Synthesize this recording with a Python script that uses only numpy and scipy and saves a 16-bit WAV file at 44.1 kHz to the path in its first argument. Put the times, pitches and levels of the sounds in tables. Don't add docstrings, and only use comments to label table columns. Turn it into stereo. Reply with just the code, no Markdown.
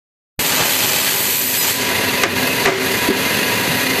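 import sys
import numpy as np
from scipy import signal
from scipy.fft import rfft, irfft, next_fast_len
from scipy.io import wavfile
from scipy.ndimage import map_coordinates

SR = 44100
rng = np.random.default_rng(int(sys.argv[2]) if len(sys.argv) > 2 else 0)


def persist_wave(psi):
    counts = np.round(np.clip(psi, -1, 1) * 32767).astype(np.int16)
    wavfile.write(sys.argv[1], SR, np.atleast_2d(counts).T)


N = 176400
TIME = np.arange(N) / SR
CUT_DB = 8


def amp(db):
    return 10 ** (np.asarray(db) / 20)


def unit(x):
    return x / np.sqrt(np.mean(x ** 2) + 1e-20)


def along(points, hz):
    freqs, *columns = np.transpose(points)
    return np.array([np.interp(np.log(hz + 1), np.log(freqs + 1), c) for c in columns])


def wobble(rate):
    return map_coordinates(rng.standard_normal(N // 16), [TIME * rate], mode="wrap")


def filtered(x, response):
    size = next_fast_len(N + SR // 2)
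    return irfft(rfft(x, size) * response(np.fft.rfftfreq(size, 1 / SR)), size)[..., :N]


def below(x, edge_hz, order=6):
    return filtered(x, lambda hz: 1 / (1 + (hz / edge_hz) ** order))


def mid_side(coherence, hz):
    angle = np.arccos(np.clip(along(coherence, hz)[0], -1, 1)) / 2
    return np.array([np.cos(angle), np.sin(angle)])


def housing_noise(spectrum, coherence, ripple_db=4, ripple_width_hz=45):
    mid, side = filtered(rng.standard_normal((2, N)), lambda hz: mid_side(coherence, hz))
    knots = rng.standard_normal((2, N // 64))

    def colour(hz):
        depth_db = ripple_db * hz / (hz + 500)
        ripple = [unit(amp(depth_db * map_coordinates(k, [hz / ripple_width_hz]))) for k in knots]
        return amp(along(spectrum, hz)) * np.array(ripple)

    return filtered(np.array([mid + side, mid - side]), colour) * np.sqrt(SR / 2)


def resonance(hz, width_hz):
    excitation = wobble(width_hz * 2) + 1j * wobble(width_hz * 2)
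    return unit(np.real(excitation * np.exp(2j * np.pi * hz * TIME)))


def machine():
    # freq_hz, left_db, right_db
    roar = [(30, -77.5, -76.5), (70, -62, -65), (97.4, -50, -51.5), (247, -49, -48.5), (496, -51, -45.5),
            (770, -51.5, -54.5), (960, -54, -46.5), (1340, -53, -53), (1830, -50.5, -47.5),
            (2480, -53.5, -49.5), (3770, -54, -54), (4600, -56, -53.5), (4900, -58, -60.5),
            (5770, -65.5, -62), (6120, -55.5, -53.5), (6270, -64.5, -61.5), (6750, -54, -60.5),
            (7000, -66.5, -72), (7580, -69, -58), (7900, -67, -83), (8500, -70.5, -59), (8900, -61.5, -78),
            (11060, -58.5, -64), (12050, -52.5, -73), (12800, -57, -74), (13300, -60, -71)]
    # freq_hz, coherence
    coherence = [(60, 0.93), (230, 1), (460, 0.23), (900, 0)]
    # pitch_hz, level_db, width_hz
    frame_modes = [(110.7, -38, 25), (205.7, -34, 27), (259.6, -29, 8), (319, -39.5, 14), (398.3, -30, 14),
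                   (488.4, -35.5, 9.3), (559, -37.5, 12), (668, -35, 20), (958, -29.5, 18),
                   (1010, -31.5, 12), (1652, -30.5, 11), (2000, -39, 9), (2445, -30, 13), (2540, -36, 28),
                   (2720, -32.5, 76)]
    out = housing_noise(roar, coherence) * amp(0.55 * wobble(20.97) + 1.1 * wobble(120))
    for hz, db, width_hz in frame_modes:
        mid_gain, side_gain = mid_side(coherence, hz)
        mid = mid_gain * resonance(hz, width_hz)
        side = side_gain * resonance(hz, width_hz)
        out += amp(db) * np.array([mid + side, mid - side])
    return amp(-0.47) * out


def tooth_phase(jitter, tooth_hz=994, drift=0.00076):
    return 2 * np.pi * np.cumsum(tooth_hz * (1 + drift * wobble(8) + jitter * wobble(200))) / SR


def partial(phase, left_db, right_db, smear_rad, flutter_db=3.5):
    ears = []
    for db in (left_db, right_db):
        flutter = amp(flutter_db * wobble(40))
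        tone = np.sin(phase + wobble(27) + smear_rad * wobble(320))
        ears.append(amp(db) * unit(flutter * tone))
    return np.array(ears)


def cut(bass_edge_hz=1630, treble_edge_hz=8800, chip_db=1.8, surge_db=0.9, tooth_depth=0.097):
    # time_s, bass_db, middle_db, treble_db
    bite = [(0.4, -10, -5, -3), (0.47, -1.5, -0.5, -2), (0.6, 9, 2.5, -3), (0.73, 1, 4, 3),
            (0.85, 5.5, 4.5, 1.5), (1.05, 1.1, 3, 2.2), (1.25, -3.5, 0, 3), (1.45, -13, -2, 4),
            (1.54, -29, -3, 1.2), (1.6, -9, -4, 2), (1.655, 4.6, 3, 0.5), (1.71, -1.1, 2, 2.3),
            (1.77, -23, -5, -7), (1.85, -36, -8.5, -19), (1.95, -41, -16, -28)]
    # freq_hz, left_db, right_db
    rasp_spectrum = [(40, -74, -86), (119, -53, -84), (350, -51.5, -63), (1190, -53.5, -61.2),
                     (2070, -54, -53), (3100, -52.5, -52), (3600, -56.5, -56), (4460, -54.5, -53.5),
                     (5770, -61.5, -60), (5830, -58, -53.5), (6900, -59, -53.5), (7200, -61, -57),
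                     (7220, -61, -52.5), (8070, -63, -52.5), (8500, -61.5, -60.5), (10100, -60, -60.5),
                     (11360, -57.5, -64.5), (11950, -48.5, -61), (12500, -53.5, -62.5), (13300, -54.5, -61)]
    # tooth_rate_multiple, left_db, right_db
    whine_partials = [(2, -39, -35), (3, -45, -41), (4, -43, -39), (5, -45, -40), (6, -46, -43),
                      (7.53, -49, -41), (8, -47, -39), (10, -49, -49), (12, -39, -49), (13, -41, -49)]
    times, *bands_db = np.transpose(bite)
    bass_gain, middle_gain, treble_gain = [amp(np.interp(TIME, times, db)) for db in bands_db]
    phase = tooth_phase(jitter=0.00217)
    rasp = housing_noise(rasp_spectrum, coherence=[(100, 0.098), (900, 0.0076)])
    bass, body = below(rasp, bass_edge_hz), below(rasp, treble_edge_hz)
    roughness = amp(chip_db * wobble(350) + surge_db * wobble(45))
    chips = unit(roughness * (1 + tooth_depth * np.cos(phase)))
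    tearing = chips * (bass_gain * bass + middle_gain * (body - bass))
    hiss = treble_gain * (rasp - body)
    whine = sum(partial(k * phase, left, right, smear_rad=0.13) for k, left, right in whine_partials)
    return amp(CUT_DB) * (tearing + hiss + middle_gain * whine)


def rattle(chatter_db=3.5):
    # peak_s, half_length_s, level_db, pitch_hz, width_hz
    swells = [(.85, .12, -25, 1990, 55), (2.09, .03, -22, 2660, 50), (2.18, .04, -24, 2560, 50),
              (2.5, .065, -19, 2570, 70), (3.26, .04, -29, 2560, 40), (3.53, .05, -27, 2600, 90)]
    chatter = amp(chatter_db * wobble(130))
    out = np.zeros((2, N))
    for peak_s, half_s, db, hz, width_hz in swells:
        swell = amp(db) * np.exp(-((TIME - peak_s) / half_s) ** 2)
        out += swell * np.array([unit(chatter * resonance(hz, width_hz)) for _ in range(2)])
    return amp([[-3], [2]]) * out


def squeal(half_length_s=0.038):
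    # tooth_rate_multiple, peak_s, left_db, right_db
    partials = [(2, 1.62, -35, -33), (4, 1.595, -28, -21), (5, 1.615, -28, -26), (6, 1.635, -29, -21),
                (7, 1.63, -33, -26), (8, 1.593, -28, -23), (10, 1.595, -27, -34), (11, 1.6, -27, -33),
                (12, 1.608, -13, -29), (13, 1.59, -23, -35), (14, 1.6, -27, -38)]
    phase = tooth_phase(jitter=0.005)
    out = np.zeros((2, N))
    for k, peak_s, left_db, right_db in partials:
        swell = np.exp(-((TIME - peak_s) / half_length_s) ** 4)
        out += swell * partial(k * phase, left_db, right_db, smear_rad=0.75)
    return amp(CUT_DB) * out


def knocks(onset_s=0.0018, buzz_db=2.5, crack_db=-12, crack_t60_s=0.03):
    # start_s, ring_db, clack_db, clack_t60_s
    hits = [(2.235, -24, 2, 0.049), (2.237, -9, -3, 0.2), (2.6517, -13, -14, 0.21),
            (2.658, -5.5, -1.5, 0.23), (2.671, -2.5, -8.5, 0.31), (2.684, -5, -8.5, 0.56)]
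    # pitch_hz, level_db, t60_s
    table_modes = [(155, -17, 0.15), (261, -11, 0.28), (307, -18, 0.22), (384, -12.5, 0.69),
                   (404, 2, 0.071), (555, -9.5, 0.29), (672.6, -4.5, 0.22), (715, -10, 0.18),
                   (990, -19, .2), (1190, -5.5, 0.12), (1840, -22, .1), (2070, -16, 0.35)]
    # freq_hz, level_db
    clack_spectrum = [(40, -32), (150, -11), (400, 3), (1200, 5.5), (2100, 9.5), (3200, 0), (7000, -1.5),
                      (11000, -16), (14000, -31)]
    # start_s, level_db, pitch_hz, t60_s
    thuds = [(2.258, -5, 344, 0.072), (2.651, -21, 45, 0.046), (3.087, 3, 290, 0.034),
             (3.101, -5.5, 389, 0.15), (3.103, -5.5, 218, 0.065), (3.695, -10, 158, 0.1),
             (3.695, -11, 244, 0.063)]
    length = SR // 2
    t = TIME[:length]
    onset = 1 - np.exp(-t / onset_s)
    out = np.zeros((2, N + SR))
    for start_s, ring_db, clack_db, clack_t60_s in hits:
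        ring = np.zeros((2, length))
        for hz, db, t60_s in table_modes:
            decay = amp(db + rng.normal(0, 1.1, (2, 1)) - 60 * t / t60_s)
            ear_phase = rng.normal(0, 1, (2, 1)) * hz / 900
            ring += decay * np.sin(2 * np.pi * hz * t + ear_phase)
        ring *= onset * amp(ring_db + buzz_db * wobble(110)[:length])
        noise = unit(filtered(rng.standard_normal((2, N)), lambda hz: amp(along(clack_spectrum, hz))))
        clack = amp(clack_db - 60 * t / clack_t60_s) * noise[:, :length]
        crack = amp(clack_db + crack_db - 60 * t / crack_t60_s) * rng.standard_normal((2, length))
        out[:, round(start_s * SR):][:, :length] += ring + clack + crack
    for start_s, db, hz, t60_s in thuds:
        thud = onset * amp(db - 60 * t / t60_s) * np.sin(2 * np.pi * hz * t)
        out[:, round(start_s * SR):][:, :length] += thud
    return out[:, :N] * amp([[-1.2], [1.2]])


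def scene():
    return machine() + cut() + squeal() + rattle() + knocks()


def reduction(x, limit_db, slope, release_db_per_s, attack_s=0.025):
    pole = np.exp(-1 / (attack_s * SR))
    power = signal.lfilter([1 - pole], [1, -pole], np.mean(x ** 2, axis=0))
    over_db = np.maximum(10 * np.log10(power + 1e-12) - limit_db, 0)
    ramp = release_db_per_s * TIME
    return np.maximum.accumulate(slope * over_db + ramp) - ramp


def record(dry, ceiling=0.95, start_s=0.392, pop_db=-14.5, pop_s=0.002, top_hz=14340):
    held = dry * amp(-reduction(dry, limit_db=-14.5, slope=0.8, release_db_per_s=55))
    low, key = below(held, edge_hz=4200, order=4), below(held, edge_hz=3000)
    duck_db = np.minimum(reduction(key, limit_db=-15.2, slope=2.4, release_db_per_s=65), 7)
    ducked = low + (held - low) * amp(-duck_db)
    rounded = ducked / (1 + (ducked / ceiling) ** 8) ** (1 / 8)
    since_start = TIME - start_s
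    pop = -amp(pop_db) * np.sign(since_start) * np.exp(-np.abs(since_start) / pop_s)
    return filtered(rounded * (since_start > 0) + pop, lambda hz: np.clip((top_hz - hz) / 120, 0, 1))


dry = scene()
out = record(dry)
persist_wave(out)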